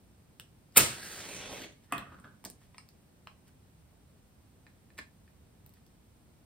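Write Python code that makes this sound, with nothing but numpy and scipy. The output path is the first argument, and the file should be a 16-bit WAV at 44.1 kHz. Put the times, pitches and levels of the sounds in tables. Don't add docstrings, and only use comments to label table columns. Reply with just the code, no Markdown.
import sys
import numpy as np
from scipy import signal
from scipy.fft import rfft, irfft, next_fast_len
from scipy.io import wavfile

SR = 44100
rng = np.random.default_rng(int(sys.argv[2]) if len(sys.argv) > 2 else 0)


def pcm_store(signal):
    levels = np.round(np.clip(np.atleast_2d(signal), -1, 1) * 32767)
    wavfile.write(sys.argv[1], SR, levels.astype(np.int16).T)


N = 284445
TIME = np.arange(N) / SR


def from_db(db):
    return 10 ** (np.asarray(db) / 20)


def rms_one(x):
    return x / np.sqrt(np.mean(x ** 2) + 1e-20)


def at_hz(points, hz):
    freqs, values = np.transpose(points)
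    return np.interp(np.log(hz + 1e-6), np.log(freqs), values)


def bins(x):
    return np.fft.rfftfreq(x.shape[-1], 1 / SR)


def colour(x, tone):
    size = next_fast_len(x.shape[-1])
    gains = from_db(at_hz(tone, np.fft.rfftfreq(size, 1 / SR)))
    return rms_one(irfft(rfft(x, size) * gains, size)[..., :N])


def cut(x, hz, keep, order=2):
    return signal.sosfilt(signal.butter(order, min(hz, .45 * SR), keep, fs=SR, output="sos"), x)


def ring(clicks, hz, ring_s):
    r, w = from_db(-60 / (ring_s * SR)), 2 * np.pi * hz / SR
    return signal.lfilter([0, np.sin(w)], [1, -2 * r * np.cos(w), r * r], clicks + 1e-18)


def resonance(x, hz, width_hz):
    r, w = np.exp(-np.pi * width_hz / SR), 2 * np.pi * hz / SR
    return signal.lfilter(np.array([1, 0, -1]) * (1 - r * r) / 2, [1, -2 * r * np.cos(w), r * r], x)


def grains(per_s, spread_db):
    sizes = from_db(spread_db * np.minimum(rng.exponential(1, N), 4)) * rng.choice([-1, 1], N)
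    return rms_one(sizes * (rng.random(N) < per_s / SR))


def struck(hits, tones):
    starts, out = [round(s * SR) for s, db in hits], np.zeros(N)
    for k, (hz, tone_db, ring_s) in enumerate(tones):
        clicks = np.zeros(N)
        clicks[starts] = from_db(np.array(hits)[:, 1] + tone_db + rng.normal(0, 1, len(hits)))
        out += ring(clicks, hz, ring_s) * (-1) ** k
    return out


def envelope(s, db, rise_s, hold_s, fall_s):
    below = np.maximum(s - TIME, 0) / rise_s + np.maximum(TIME - s - hold_s, 0) / fall_s
    return from_db(db - 60 * np.minimum(below, 4))


def swell(s, db, half_s):
    return from_db(db) * np.exp(-np.minimum(((TIME - s) / half_s) ** 2, 40))


def flicker(rate_hz):
    steps = rng.standard_normal(1024)
    return np.interp(TIME * rate_hz, np.arange(len(steps)), rms_one(steps))


def waver(x, depth, rate_hz, width_share=0.094):
    centres = np.geomspace(700, 14000, 14)
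    return x + depth * sum(resonance(x, hz, width_share * hz) * flicker(rate_hz) for hz in centres)


# (frequency [Hz], likeness [0-1])
LEFT_RIGHT_LIKENESS = [(60, 0.8), (200, 0.9), (500, 0.3), (1500, 0.08), (3500, 0), (6000, 0.3), (8500, 1),
                       (15000, 1)]
def diffuse(size):
    mid, side = rng.standard_normal((2, size))
    alike = np.clip(at_hz(LEFT_RIGHT_LIKENESS, bins(mid)), 0, 1)
    return irfft(np.sqrt(1 + alike) * rfft(mid) + np.sqrt(1 - alike) * rfft(side) * [[1], [-1]], size)


# (frequency [Hz], level [dB])
ROOM_TONE = [(20, -16.5), (40, -6.5), (75, 3), (130, -2), (210, -4), (350, -12.5), (700, -17.5),
             (1300, -23.5), (3000, -28), (5000, -30.5), (7000, -32), (9000, -30), (13000, -32.5),
             (15000, -34.5)]
def room_noise():
    return from_db(-60.5) * colour(diffuse(next_fast_len(N)), ROOM_TONE)


# (time [s], level [dB], pitch [Hz], added crack [dB])
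DRY_TICKS = [(0.398, -33, 2870, -3), (0.724, -55.5, 5000, -3.5), (1.724, -58, 3500, 4),
             (1.9233, -26, 9100, -1.5), (1.9355, -41, 8500, -12), (1.981, -32.5, 3290, -2.5),
             (1.981, -42, 8240, -14), (2.2, -47, 8600, -11), (2.441, -45.5, 947, 3),
             (2.45, -27.5, 8600, -0.5), (2.4547, -30.5, 4830, -5), (2.4564, -48.5, 970, -22.5),
             (2.4608, -47, 960, -5), (2.5005, -36.5, 9100, -2), (2.616, -63, 1055, -10),
             (2.7453, -49, 1960, -22), (2.7451, -49.5, 1000, -20.5), (2.8887, -45, 4630, -3),
             (3.2716, -39.5, 1063, -28), (3.272, -36.5, 2350, -19), (3.2723, -43.5, 4030, -21),
             (3.48, -50.5, 9650, -8), (5.663, -36, 12900, -18), (5.6934, -44, 13000, -13),
             (5.7378, -45, 12840, -12), (5.741, -56, 4800, -5), (5.8652, -60, 4800, 6)]
def ticks(crack_s=0.001, knock_s=0.0023, ring_cycles=17, overtone_ratio=1.275):
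    out, t = np.zeros(N), TIME[:SR // 8]
    click = signal.unit_impulse(len(t))
    for s, db, hz, crack_db in DRY_TICKS:
        noise = rng.standard_normal((2, len(t)))
        crack = cut(noise[0] * np.exp(-t / crack_s), 3000, "high")
        knock = cut(noise[1] * np.exp(-t / knock_s), 2600, "low")
        knock = cut(knock, 450, "high", order=1)
        knock_db = -6 * np.log2(hz / 1820)
        ring_s = ring_cycles / hz
        tones = ring(click, hz, ring_s) - from_db(-6) * ring(click, hz * overtone_ratio, ring_s)
        tick = tones + from_db(crack_db) * crack + from_db(knock_db) * knock
        start = round(s * SR)
        out[start:start + len(t)] += from_db(db) * tick
    return out


# (frequency [Hz], level [dB])
DRAG_TONE = [(200, -16), (650, -9.5), (1100, 0), (2400, -3.5), (3700, 0), (5500, -12.5), (8500, -8.5),
             (10500, -13.5), (15000, -9)]
# (frequency [Hz], level [dB])
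BITE_TONE = [(150, -18), (400, -7), (650, -7), (950, -15.5), (1300, -12.5), (1750, -13.5), (2500, -10),
             (3500, -11.5), (5000, -15), (7200, -8), (8400, -2.5), (10500, -6.5), (14000, -5), (15500, -4)]
# (pitch [Hz], width [Hz], level [dB])
STICK_RING = [(1283, 20, 10), (2286, 60, 4.5), (2569, 13, 6), (3229, 22, 6), (3410, 20, 5), (3856, 27, 3),
              (8283, 30, 3.5), (8470, 51, 7.5), (8850, 63, 2), (9290, 48, 3), (13400, 38, 3),
              (14072, 26, 7)]
def strike():
    grit = grains(per_s=13000, spread_db=2.05)
    drag = colour(grit, DRAG_TONE) * envelope(0.7635, db=-30, rise_s=.016, hold_s=.007, fall_s=.02)
    bite = colour(grit, BITE_TONE) * envelope(0.7723, db=-9, rise_s=.018, hold_s=.0085, fall_s=.011)
    scrape = drag + bite
    return scrape + sum(from_db(db) * resonance(scrape, hz, width) for hz, width, db in STICK_RING)


# (time [s], level [dB], rise [s], hold [s], fall [s])
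PUFF_STAGES = [(0.784, -26, 0.0605, 0.02206, .075), (0.801, -40, .06, 0.041, 0.43)]
# (frequency [Hz], level [dB])
PUFF_TONE = [(30, -24), (78, 3), (98, -3), (126, 7.5), (200, -5.5), (310, 1), (600, -4), (850, -6),
             (1400, -1.5), (3200, -3), (5500, -6), (9000, -9), (15000, -10)]
def ignition():
    puff = colour(grains(per_s=5400, spread_db=3.5), PUFF_TONE)
    return puff * sum(envelope(*stage) for stage in PUFF_STAGES)


# (time [s], level [dB], half length [s], pitch [Hz], width [Hz])
POCKET_SPURTS = [(0.792, -36, .008, 115, 110), (0.807, -36.5, .005, 330, 449),
                 (1.024, -52, 0.016, 1650, 700), (1.185, -73, 0.013, 5000, 7000),
                 (1.295, -60, 0.034, 400, 510), (1.517, -51.5, 0.028, 455, 700),
                 (1.304, -60, 0.029, 2350, 2200), (1.537, -70, .03, 13900, 2500),
                 (1.62, -64, .025, 13700, 2500), (1.658, -53, 0.009, 300, 400)]
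def spurts(pores):
    return sum(rms_one(resonance(resonance(pores, hz, width), hz, width)) * swell(s, db, half_s)
               for s, db, half_s, hz, width in POCKET_SPURTS)


# (frequency [Hz], level [dB])
CUPPED_TONE = [(60, -4), (200, -0.5), (550, -2), (1050, -7), (1600, 3.5), (2400, -7.5), (3400, -9.5),
               (4500, -3), (5200, -7), (7300, -10), (8400, -8), (10300, -10), (12500, -11), (15000, -13)]
# (frequency [Hz], level [dB])
OPEN_TONE = [(60, -8), (200, -0.5), (550, -4.5), (1200, -11), (1700, -6.5), (2500, -4), (3400, -6),
             (4500, -11), (5200, -16), (6100, -7), (8000, -16.5), (9300, -14), (12000, -26), (15000, -25)]
# (time [s], openness [0-1])
MOVE_AWAY = [(1.16, 0.3), (1.31, 0.96)]
# (time [s], level [dB])
HISS_LEVELS = [(.95, -7.5), (1.05, -0.5), (1.17, -0.5), (1.25, -2), (1.35, 1), (1.44, -4), (1.54, -2.5),
               (1.61, -4.5), (1.67, -7.5)]
def flare(roar_below_hz=1200, hiss_above_hz=4500, sputter_db=1.2, sputter_hz=45, mid_burn_s=1.5):
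    pores = grains(per_s=6700, spread_db=3.0)
    pores *= from_db(sputter_db * rms_one(cut(rng.standard_normal(N), sputter_hz, "low")))
    pores += from_db(-11) * grains(per_s=80, spread_db=3.0)
    openness = np.clip(np.interp(TIME, *np.transpose(MOVE_AWAY)), 0, 1)
    gas = (1 - openness) * colour(pores, CUPPED_TONE) + openness * colour(pores, OPEN_TONE)
    gas = waver(gas, depth=0.32, rate_hz=18)
    low, below_hiss = [irfft(rfft(gas) / (1 + (bins(gas) / edge) ** 8), N)
                       for edge in (roar_below_hz, hiss_above_hz)]
    roar = rms_one(low) * from_db(-2 + 6 * (TIME - mid_burn_s))
    fizz = rms_one(below_hiss - low) * from_db(-0.92 - 1.5 * (TIME - mid_burn_s))
    hiss = rms_one(gas - below_hiss) * from_db(np.interp(TIME, *np.transpose(HISS_LEVELS)))
    burn = envelope(0.92, db=-49.5, rise_s=0.13, hold_s=0.718, fall_s=0.16)
    return (roar + fizz + hiss) * burn + spurts(pores)


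# (time [s], level [dB], half length [s])
SCUFF_SWELLS = [(1.842, -69.5, 0.015), (2.632, -69, 0.027), (2.782, -67, 0.015), (3.481, -66.5, 0.015),
                (4.986, -48, 0.0083), (5.77, -76, .02)]
# (frequency [Hz], level [dB])
SCUFF_TONE = [(100, -12), (300, -22), (700, -2), (1300, -5.5), (1800, 4), (2400, -1), (4500, -5),
              (7000, -8), (10000, -8), (15000, -14)]
def scuffs():
    rasp = colour(grains(per_s=3000, spread_db=4.0), SCUFF_TONE)
    return rasp * sum(swell(*scuff) for scuff in SCUFF_SWELLS)


# (pitch [Hz], level [dB], ring time [s])
BOX_RING = [(201.6, -14.5, 0.19), (289, -10.5, 0.036), (400, -11.5, 0.048), (680, -4.5, 0.022),
            (850, -5, 0.011), (1158, 1.5, 0.037), (1384, 0, 0.024), (1654, -12, 0.038), (2000, -2, 0.0077),
            (2490, -8, 0.021), (2614, -12, 0.075), (3130, -5, 0.012)]
# (time [s], level [dB], half length [s], ring pitch [Hz], added ring [dB])
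BOX_RUBS = [(1.92, -64, 0.0059, 1190, 7), (1.97, -48, 0.048, 1870, -4.5), (2.081, -56, 0.026, 1310, -8.5),
            (2.136, -50.5, 0.018, 1350, -10.5), (2.188, -62, 0.011, 1200, -0.5),
            (2.246, -56.5, 0.0058, 1640, 3), (2.256, -54.5, 0.0076, 1300, -8),
            (2.276, -59, 0.013, 1520, -10.5)]
# (frequency [Hz], level [dB])
RUB_TONE = [(30, -35), (70, 10), (110, 13.5), (230, 7), (330, 0.5), (520, -1), (800, -7), (1200, 0.5),
            (1500, 1), (2100, -23), (3100, -15), (5000, -31), (14000, -34)]
def matchbox(landing_s=1.9232, landing_db=-26.5, first_gap_s=.0011, gap_growth=2.6, loss_db=2.5):
    delays = np.cumsum([0, *(first_gap_s * gap_growth ** np.arange(3))])
    edges = [(landing_s + delay, landing_db - loss_db * k) for k, delay in enumerate(delays)]
    slips = grains(per_s=2800, spread_db=4.5)
    rub, rubs = colour(slips, RUB_TONE), np.zeros(N)
    for s, db, half_s, hz, ring_db in BOX_RUBS:
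        walls = from_db(ring_db) * rms_one(resonance(slips, hz, width_hz=130))
        rubs += (rub + walls) * swell(s, db, half_s)
    return struck(edges, BOX_RING) + rubs


# (time [s], level [dB])
TABLE_BUMPS = [(2.252, -58), (2.272, -59), (2.4425, -50), (2.4565, -43.5), (2.473, -47), (2.5003, -58),
               (4.9895, -48)]
# (pitch [Hz], level [dB], ring time [s])
TABLE_RING = [(198, -3.5, 0.057), (284, -1.5, 0.084), (400, -0.5, 0.028), (677, 0.5, 0.022)]
def table_bumps():
    return struck(TABLE_BUMPS, TABLE_RING)


# (time [s], level [dB])
TIN_LIFT = [(2.7818, -39.5)]
# (pitch [Hz], level [dB], ring time [s])
TIN_RING = [(1004, -6, 0.018), (1280, -12, 0.028), (1793, -10, 0.021), (2260, -4.5, 0.016), (2770, -9, .02),
            (4200, -6, 0.0065), (5160, 0, 0.008), (8700, -5.5, 0.014)]
def candle_tin():
    return struck(TIN_LIFT, TIN_RING)


# (time [s], level [dB])
STICK_TAPS = [(4.6662, -47.5), (4.903, -54.5), (4.9835, -42), (4.9872, -47), (4.9891, -31), (4.9909, -49),
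              (4.9954, -44), (5.2777, -56.5), (5.771, -63)]
# (pitch [Hz], level [dB], ring time [s])
TAP_RING = [(308, -17, 0.049), (1070, -6.5, 0.0067), (1780, -2.5, 0.019), (2080, -7.5, 0.012),
            (2440, -6, 0.016), (3560, -15, 0.011), (4060, -15, 0.015), (4800, -10, .007),
            (7500, -16.5, 0.011)]
def stick_taps():
    return struck(STICK_TAPS, TAP_RING)


# (frequency [Hz], fade time [s])
ECHO_FADE = [(100, 0.35), (500, 0.34), (2500, 0.36), (8000, 0.35), (15000, 0.13)]
def room(x, echo_db, fade_share=1, first_echo_s=0.0015, build_s=0.0018):
    t = TIME[:SR // 2]
    noise, tail = rfft(diffuse(len(t))), 0
    for hz, fade_s in ECHO_FADE:
        band = at_hz([(row_hz, row_hz == hz) for row_hz, _ in ECHO_FADE], bins(t))
        tail = tail + irfft(noise * band, len(t)) * from_db(-60 * t / (fade_s * fade_share))
    onset = np.clip((t - first_echo_s) / build_s, 0, 1)
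    tail = rms_one(tail * onset) / np.sqrt(len(t))
    return x + from_db(echo_db) * signal.fftconvolve(x[None], tail, axes=1)[:, :N]


def pan(x, right_db):
    return x * from_db([[-right_db / 2], [right_db / 2]])


def scene():
    match = room(strike(), echo_db=-7) + room(ignition(), echo_db=-1)
    flame = room(flare(), echo_db=-5)
    box = room(matchbox(), echo_db=-2.5)
    fingers = room(ticks() + scuffs() + candle_tin() + table_bumps(), echo_db=-5, fade_share=0.62)
    taps = room(stick_taps(), echo_db=-3, fade_share=0.58)
    return pan(match + room_noise(), 0.8) + pan(flame + fingers + taps, 1.2) + pan(box, 1.3)


def record(dry, bottom_hz=29, top_hz=15900, lag_s=.000196, lag_above_hz=3800):
    left, right = cut(dry, bottom_hz, "high", order=3)
    phase_lag = 2 * np.pi * lag_s * np.maximum(bins(dry) - lag_above_hz, 0)
    right = irfft(rfft(right) * np.exp(-1j * phase_lag), N)
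    top_cut = signal.ellip(10, .2, 70, top_hz, fs=SR, output="sos")
    return signal.sosfilt(top_cut, np.clip([left, right], -1, 1))


dry = scene()
out = record(dry)
pcm_store(out)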